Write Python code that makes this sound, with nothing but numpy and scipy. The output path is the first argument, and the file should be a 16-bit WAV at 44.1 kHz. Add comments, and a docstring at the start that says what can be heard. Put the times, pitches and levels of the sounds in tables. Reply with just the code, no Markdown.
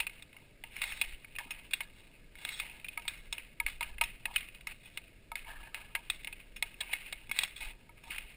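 """A hockey stick blade taps and slides a loose plastic puck over asphalt, at a small head-worn camera.
From the start, gritty sliding and blows ring shared blade-and-puck modes, over gusty low wind noise
and steady street hum; from 0.5 s on, a few footfalls add short dull puffs of band-passed noise.
The camera takes 12000 samples a second and holds each one: tones get mirror images in the treble."""
import sys
import numpy as np
from scipy import signal
from scipy.fft import rfft, irfft
from scipy.io import wavfile
from scipy.ndimage import uniform_filter1d

SR = 44100
rng = np.random.default_rng(int(sys.argv[2]) if len(sys.argv) > 2 else 0)


def dump_mix(stems):
    """Bounce the given channels to the path in sys.argv[1] as a 16-bit WAV at rate SR."""
    frames = np.atleast_2d(stems).T  # one column per channel
    limited = np.clip(frames, -1, 1)  # hard clip at full scale
    pcm = np.round(limited * 32767).astype(np.int16)
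    wavfile.write(sys.argv[1], SR, pcm)


N = 368676

# nominal modes of blade and puck together: [f/Hz, level/dB, free t60/s]
MODES = [(691, -23, 0.092), (931, -8, 0.07), (1261, -14, 0.057), (1685, -22.5, 0.1), (2180, -14, 0.09),
         (2222, -3.5, 0.025), (2511, 0.5, 0.029), (2740, -3.5, 0.027), (2914, -20.5, 0.046),
         (3403, -3.5, 0.019), (3720, -6.5, 0.021), (4170, -31, 0.055), (4650, -41, 0.023),
         (5320, -11, 0.044), (5287, -5, 0.024)]
# scrape after each push of the blade, dying as the puck slows:
# [start/s, rise/s, level/dB, fade/(dB/s), hollow part/dB, lower ring/dB, bright part/dB]
PUSHES = [(0.0, 0.0045, -46.5, 250, -8, -12, -5), (0.09, 0.027, -63, 50, -16, 6, -12),
          (0.32, .06, -68, 170, 2, 9, -6), (0.639, 0.0065, -68, 57, -1, -4, -14),
          (0.7, 0.078, -52, 3, -25, -13, -6), (0.815, 0.0056, -44.5, 45, -13, -2, 2),
          (1.0, 0.029, -47, 97, -15, -19, -7), (1.383, 0.013, -50, 159, 1, 16, -20),
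          (1.506, 0.0061, -50.5, 105, -9, 8, -32), (1.713, 0.03, -49.5, 215, -26, -25, -2),
          (1.79, 0.032, -53.5, 250, -1.5, 14, -5), (1.92, 0.043, -65.5, 70, -2, 1, 2),
          (2.354, 0.066, -53.5, 8, -8, 10, 0), (2.47, .045, -51, 55, -16, -23, 6.5),
          (2.597, .007, -49, 77, -6, -2, -12), (2.85, 0.055, -61, 20, -28.5, -16, -6),
          (2.975, .008, -62, 3, -3, 8, -12), (3.08, 0.009, -49, 121, -30, 10, -1.5),
          (3.325, 0.0092, -50.5, 127, -25, -12, -12), (3.6, .008, -63, 3, -12, 10, -11),
          (3.663, 0.0096, -49.5, 144, -12, -12, -6), (3.807, 0.0079, -49, 140, -3, 20, -14),
          (4.011, 0.008, -46.5, 106, -17, -9, -28), (4.254, .008, -62, 40, 6, 17, -18),
          (4.339, 0.019, -51.5, 5, -19, 1, -5), (4.365, 0.031, -50.5, 114, -34, -20, -24),
          (4.668, 0.0059, -50.5, 203, -32, -5, -5), (4.77, 0.083, -64, 88, -18, -12, 1.5),
          (4.973, 0.0074, -61, 137, -16, -9, -10), (5.354, .008, -54.5, 121, -26, 4, -7),
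          (5.445, 0.039, -58, 71, 10.5, 30, -33), (5.746, .008, -54.5, 91, 2.5, 22, -31),
          (5.95, .008, -61.5, 68, 2, 15, -25), (6.097, .009, -49.5, 121, -22, -22, 0),
          (6.25, 0.043, -59, 65, -21, -10, -17), (6.54, .04, -68, 60, -12, -6, -10),
          (6.624, 0.0087, -57, 77, -12, -1, 0), (6.805, 0.0077, -42, 333, -3.5, 8, -17),
          (6.87, 0.082, -45, 208, -15, -13, -13), (7.03, 0.044, -58.5, 49, -10, -10, -12),
          (7.31, 0.11, -44, 6, -13, -16, 3), (7.385, 0.055, -44, 221, -16, -22, 2),
          (7.557, .012, -56, 5, -23, -12, 8), (7.6, 0.024, -45.5, 110, -3, 5, -5),
          (7.71, 0.021, -74, 113, 3, 23, -15), (7.95, 0.033, -71, 5, -4, 14, -8),
          (8.04, 0.075, -61, 5, 6, 11, 4), (8.103, 0.0091, -50, 30, -18, 13, -10),
          (8.17, 0.0065, -51.5, 99, -11, -3, -14)]


def gain_of(db):
    """Decibels to an amplitude factor."""
    return 10 ** (np.asarray(db) / 20)


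def evened(x):
    """Scaled to rms 1."""
    return x / np.sqrt(np.mean(x ** 2) + 1e-20)


def colour_db(hz, borders_hz, hollow_db, lower_db, bright_db, top_db):
    """Weight of a mode: the place of contact favours the low, middle or high modes."""
    weights_db = [hollow_db, lower_db, 0, bright_db, top_db]
    return weights_db[np.searchsorted(borders_hz, hz)]


def ring(force, hz, t60_s):
    """One decaying mode driven by a force: two-pole resonator with zeros at DC and Nyquist."""
    r = 1000 ** (-1 / (t60_s * SR))
    poles = [1, -2 * r * np.cos(2 * np.pi * hz / SR), r * r]
    return signal.lfilter([1, 0, -1], poles, force)


def coloured(points):
    """Steady rms-1 noise, spectrum through points [f/Hz, relative level/dB]."""
    f_hz, db = np.transpose(points)
    hz = np.fft.rfftfreq(N, 1 / SR)
    shape_db = np.interp(np.log(hz + 1), np.log(f_hz + 1), db)
    return evened(irfft(rfft(rng.standard_normal(N)) * gain_of(shape_db), N))


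def scrape_levels(t_s):
    """Level of every scrape over time: it swells, fades evenly in dB and gives way to the next."""
    start_s, rise_s, db, fade_db_per_s = np.transpose(PUSHES)[:4, :, None]
    since_s = t_s - start_s
    swell = np.clip(since_s / rise_s, 0, 1) ** 1.13
    handover = 1 - np.append(swell[1:], 0 * swell[:1], axis=0)
    fading_db = db - fade_db_per_s * np.maximum(since_s - rise_s, 0)
    return swell * handover * gain_of(fading_db)


def grit_force():
    """Asphalt grit knocks the puck in dense clumps, over a fine hiss of rubbing."""
    lumps = uniform_filter1d(rng.standard_normal(N), size=260)
    clump_db = 1.55 * evened(uniform_filter1d(lumps, size=200))
    knocks_per_s = 3000
    knock_db = 3.0 * np.minimum(rng.exponential(1, N), 4)
    hit = rng.random(N) < knocks_per_s / SR
    grit = gain_of(knock_db) * hit * rng.choice([-1, 1], N)
    hiss = 0.61 * rng.standard_normal(N)
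    return gain_of(clump_db) * (evened(grit) + hiss)


def slide():
    """Grit drives ground-damped modes, weighted by scrape and by the rocking of the puck."""
    # borders between mode groups [f/Hz]
    borders_hz = [1450, 2100, 3150, 4400]
    # the puck never quite rests: [level/dB, hollow part/dB, lower ring/dB, bright part/dB]
    creep = (-77, 2.5, 18, -4)
    force = grit_force()
    samples = np.arange(N)
    ticks = np.arange(0, N + 32, 32)
    rock_ticks = np.arange(0, N + 900, 900)
    rocking_db = 4.66 * rng.standard_normal((len(MODES), len(rock_ticks)))

    creep_level = gain_of(creep[0]) * np.ones(len(ticks))
    levels = np.vstack([scrape_levels(ticks / SR), creep_level])
    hollow_db, lower_db, bright_db = np.transpose([row[-3:] for row in [*PUSHES, creep]])
    colour = hollow_db, lower_db, bright_db, bright_db - 9.5

    out = np.zeros(N)
    for (hz, mode_db, t60_s), rock_db in zip(MODES, rocking_db):
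        # ground contact adds its own loss
        mode = evened(ring(force, hz, 1 / (1 / t60_s + 40)))
        weights = gain_of(colour_db(hz, borders_hz, *colour)) * np.ones(len(levels))
        push = np.interp(samples, ticks, weights @ levels)
        # the puck rocks and turns: each mode comes and goes by itself
        sway_db = np.interp(samples, rock_ticks, rock_db)
        out += push * gain_of(mode_db + sway_db) * mode
    return out


def wind():
    """Lumpy low-frequency pressure swings at the microphone port."""
    # level on the microphone before chance swings: [t/s, level/dB]
    course = [(0.0, -54), (0.35, -69), (0.37, -64.5), (1.14, -50), (1.21, -66), (1.35, -56.5),
              (2.02, -61.5), (3.42, -53.5), (3.58, -65.5), (3.65, -38.5), (3.7, -54), (4.03, -46),
              (4.26, -57), (4.28, -47), (4.51, -63), (4.7, -50.5), (4.75, -62.5), (5.03, -57),
              (5.08, -62.5), (5.63, -50), (5.7, -65), (5.77, -57), (7.59, -57), (7.64, -46), (7.8, -64.5),
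              (8.24, -52), (8.29, -65), (8.36, -56)]
    swing_db, swing_s = 0.5, 0.1
    time_s, db = np.transpose(course)
    t_s = np.arange(N) / SR
    gusts_db = swing_db * np.interp(t_s / swing_s, np.arange(200), rng.standard_normal(200))
    lumps = coloured([(8, -5.5), (20, 3.5), (40, -3.5), (58, -8.0), (80, -32), (300, -104)])
    return gain_of(np.interp(t_s, time_s, db) + gusts_db) * lumps


def street():
    """Steady street hum as spectrally shaped noise."""
    # relative spectrum: [f/Hz, density/dB]
    spectrum = [(35, -43), (60, -17), (92, -2), (687, -15), (916, -42), (1070, -27), (1830, -19.5),
                (2540, -14.5), (3130, -21), (5360, -20.5), (5900, -17), (7670, -73), (13000, -120)]
    rms_db = -63
    return gain_of(rms_db) * coloured(spectrum)


def taps():
    """Each blow is a quick chatter of contacts that rings every mode by a slightly different amount."""
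    # blows and bounces: [t/s, peak before high-pass/dB, hollow knock/dB, lower ring/dB,
    # bright ring/dB, top tick/dB, contact decay/ms]
    blows = [(0.002, -17, -15, -19, -7, -15, 4.9), (0.068, -21.5, -21, -10, -15, -32, 4.5),
             (0.096, -35, -20, 2, -12, -20, 2.4), (0.164, -46, -20, 10, -15, -20, 1.8),
             (0.224, -31.5, -17, -15, 6, -8, 3.3), (0.33, -44, -17, -1, -7, -15, 2),
             (0.366, -39.5, -15, 10, -18, -18, 2.9), (0.639, -25.5, -4.5, 7, -19, -15, 2),
             (0.765, -25.5, -25, 17, -17, 7, 2.3), (0.817, -17, -24, 1, 0, -17, 3.7),
             (0.898, -30, -10, -8, 4, -13, 3), (0.921, -24, -13, -23, -24, -29, 3.7),
             (1.014, -12.5, -15, -9, -2, -32, 3.7), (1.246, -36.5, -22, 13, -18, -22, 1.6),
             (1.353, -35, -27, -22, -21, -29, 1.9), (1.363, -29, -38, -37, -21, -26, 0.84),
             (1.386, -21, -3, 10, -29, -2, 3.3), (1.507, -22, -11.5, -25, -9.5, -4.5, 4.8),
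             (1.539, -49, -24, 3, -21, -25, 2.5), (1.71, -30.5, -28, -26, 2, -19, 4.9),
             (1.735, -12.5, -39, -34, 0, -27, 3.6), (1.806, -24, -5, 8, -22, -33, 4.8),
             (2.355, -36.5, -9, 16, 4, -6, 1.3), (2.451, -17, -19.5, 1, 9, -11, 1.1),
             (2.491, -23.5, -28, 2, 2, -23, 1.9), (2.599, -20, -23, 1, 4.5, -23, 3.9),
             (2.799, -39, -25, -15, -5, -20, 2.5), (2.845, -29, -33, -33, -21, -14, 5),
             (2.865, -40, -28, -8, -10, -25, 2), (2.885, -28, -29, -38, -39, -26, 2.3),
             (2.931, -41, -20, -12, -10, -20, 3), (2.975, -22, 15.5, 20, -24, -13, 3.5),
             (2.996, -36, -7, -8, -5, -20, 2.7), (3.021, -36, -18, -1, -15, -4, 2.9),
             (3.053, -36, 15, 17, -18, -23, 3), (3.08, -16.5, -12, -4, 9, -17, 3.1),
             (3.327, -17, -6, -4, 8, 3, 2.6), (3.382, -24.5, -16, -18, -30, -23, 2.55),
             (3.601, -15.5, 6.5, 15.5, 1, -24, 2.24), (3.664, -15.5, -9, 16, -4, -23, 3),
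             (3.809, -18.5, 9, 11.5, 4.5, -27, 2.3), (3.828, -21.5, -30, -7, -13, -31, 3.6),
             (3.983, -32, -24, 3, -27, -27, 2.7), (4.012, -12.5, -1, 0.5, -27, -21, 3.6),
             (4.038, -18.5, -22, -10, 0.5, -4, 2.8), (4.256, -16, -9.5, 1, -11, -22, 2.1),
             (4.339, -35, -3, 5, 7, -22, 4), (4.361, -12.5, -33, -38, -41, -35, 3.2),
             (4.38, -30, -25, -8, 0, -20, 5), (4.408, -32.5, -30, -20, -24, -26, 3.1),
             (4.486, -36.5, -26, -20, -27, -26, 3.9), (4.548, -38, -19, -23, -6, -19, 4),
             (4.609, -37.5, -19, -18, -1, -31, 4), (4.671, -19, -4.5, 5, -5, -0.5, 2.5),
             (4.974, -21.5, -23, -3.5, 0, -21, 3.7), (5.318, -28, 27, 19, 10, -9, 1.7),
             (5.356, -20.5, 0.5, 14, 4.5, -25, 1.54), (5.445, -41, 1, 16, -13, -18, 5.3),
             (5.47, -41, 0, 23, -16, -21, 3), (5.52, -46, 0, 19, -18, -31, 4.6),
             (5.631, -40, 2, -1, -27, -17, 7.3), (5.675, -42, -3, 5, -15, -20, 2),
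             (5.745, -22, -19, -15, -9, -27, 2.2), (5.951, -17.5, 1.5, 12, -46, -17, 5.8),
             (6.1, -12, -22, -42, 4.5, -27, 2.8), (6.247, -22, -18, 1, -1.5, -10, 1.2),
             (6.273, -22, -2.5, 7, -13, -22, 3.5), (6.327, -30.5, -34, -21, -9, -22, 3.2),
             (6.562, -30, -33, -11, -1, 0, 9), (6.626, -12.5, -5.5, 6, 5.5, -6, 0.61),
             (6.743, -38, -23, -13, -18, -23, 1.5), (6.806, -19.5, -5, -18, 11, -27, 4.7),
             (6.894, -37, 5, -6, -19, -27, 3.3), (6.932, -15.5, -37, 7, 0, -34, 4.2),
             (7.062, -37, -19, -20, -22, -32, 2.6), (7.126, -22, -13, 4.5, 5, -15, 3.8),
             (7.295, -29.5, -5, 7, -6, -1, 1.2), (7.314, -19, -20, 10.5, -2, -13, 1.6),
             (7.363, -30, -20, -4, -7, -8, 3.8), (7.389, -7.5, -37, -38, 6, -6, 2.2),
             (7.41, -29, -25, -6, 0, -15, 3), (7.435, -13, -22, -12, 5, -5, 1.3),
             (7.561, -37, -9, -11, 14, -13, 3), (7.629, -31, -5, -9, -21, -26, 1.7),
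             (7.712, -42.5, -13, -12, -23, -26, 1.1), (7.892, -42.5, 18, 15.5, -11, -13, 4.1),
             (8.038, -39, 3, -4, -8, -1, 2.9), (8.051, -55, 6, -3, -4, -13, 3),
             (8.078, -48, 15, -2, 0, -8, 3.8), (8.104, -32.5, -12, 9, -13, -20, 5.3),
             (8.145, -34, -24, 6, -17, -23, 5), (8.161, -30, -21, -9, -18, -25, 2.3),
             (8.182, -23, -20, -7, -28, -11, 4.7)]
    # borders between mode groups [f/Hz]
    borders_hz = [1450, 2350, 3150, 4400]
    length, lead_s = 4000, 0.0008
    out, t_s = np.zeros(N + length), np.arange(length) / SR
    for s, peak_db, *colour, contact_ms in blows:
        u = t_s / (contact_ms / 1000)
        contact = np.minimum(u / 0.51, 1) * np.exp(-u)
        # the loose puck rattles on
        rattle = 0.29 * np.exp(-t_s / 0.0015) + 0.05 * np.exp(-t_s / 0.0056)
        force = rng.standard_normal(length) * (contact + rattle)
        sound = np.zeros(length)
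        for hz, mode_db, t60_s in MODES:
            level_luck, pitch_luck = rng.standard_normal(2)
            mode = ring(force, hz * (1 + pitch_luck / 140), t60_s)
            db = mode_db + colour_db(hz, borders_hz, *colour) + 2 * level_luck
            sound += gain_of(db) * mode / np.linalg.norm(mode)
        at = round((s - lead_s) * SR)
        out[at:at + length] += gain_of(peak_db) * sound / abs(sound).max()
    return out[:N]


def radiated(x):
    """Small objects send out little bass: high-pass at 560 Hz."""
    return signal.sosfilt(signal.butter(3, 560, "high", fs=SR, output="sos"), x)


def steps():
    """Each footfall reaches the camera through the body as a short dull puff of noise."""
    # footfalls: [t/s, peak/dB]
    footfalls = [(0.51, -58), (1.455, -52), (2.46, -55), (3.111, -55), (3.715, -56), (7.29, -51),
                 (8.094, -51)]
    # pass band edges [f/Hz]
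    band_hz = [70, 300]
    decay_s, length = 0.0048, 4000
    out, t_s = np.zeros(N + length), np.arange(length) / SR
    band = signal.butter(2, band_hz, "band", fs=SR, output="sos")
    envelope = t_s / decay_s * np.exp(-t_s / decay_s)
    for s, peak_db in footfalls:
        puff = signal.sosfilt(band, rng.standard_normal(length) * envelope)
        at = round(s * SR)
        out[at:at + length] += gain_of(peak_db) * puff / abs(puff).max()
    return out[:N]


def scene():
    """Stick and puck over wind, street and footfalls, one channel."""
    stick_and_puck = radiated(slide() + taps())
    return (stick_and_puck + wind() + street() + steps())[None]


def record(dry):
    """Samples at 12 kHz, holds each value for four steps at 48 kHz, then limits the band."""
    guard = signal.firwin2(255, [0, 5300, 5900, SR / 2], gain_of([2.0, -7.5, -23.0, -80]), fs=SR)
    guarded = signal.oaconvolve(dry, guard[None], "same")
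    slow = signal.resample_poly(guarded, 40, 147, axis=1)  # 44.1 to 12 kHz
    held = np.repeat(slow, 4, axis=1)
    held = signal.resample_poly(held, 147, 160, axis=1)  # 48 to 44.1 kHz
    held = np.pad(held, ((0, 0), (0, 8)))[:, :N]
    top_hz, top_db = [0, 14700, 15200, 15600, 16200, SR / 2], [-1, -1, -1, -14, -20, -37]
    top = signal.firwin2(255, top_hz, gain_of(top_db), fs=SR)
    edge = signal.firwin(511, 16420, window=("kaiser", 9), fs=SR)  # low-pass
    return signal.oaconvolve(held, np.convolve(top, edge)[None], "same")


dry = scene()
out = record(dry)
dump_mix(out)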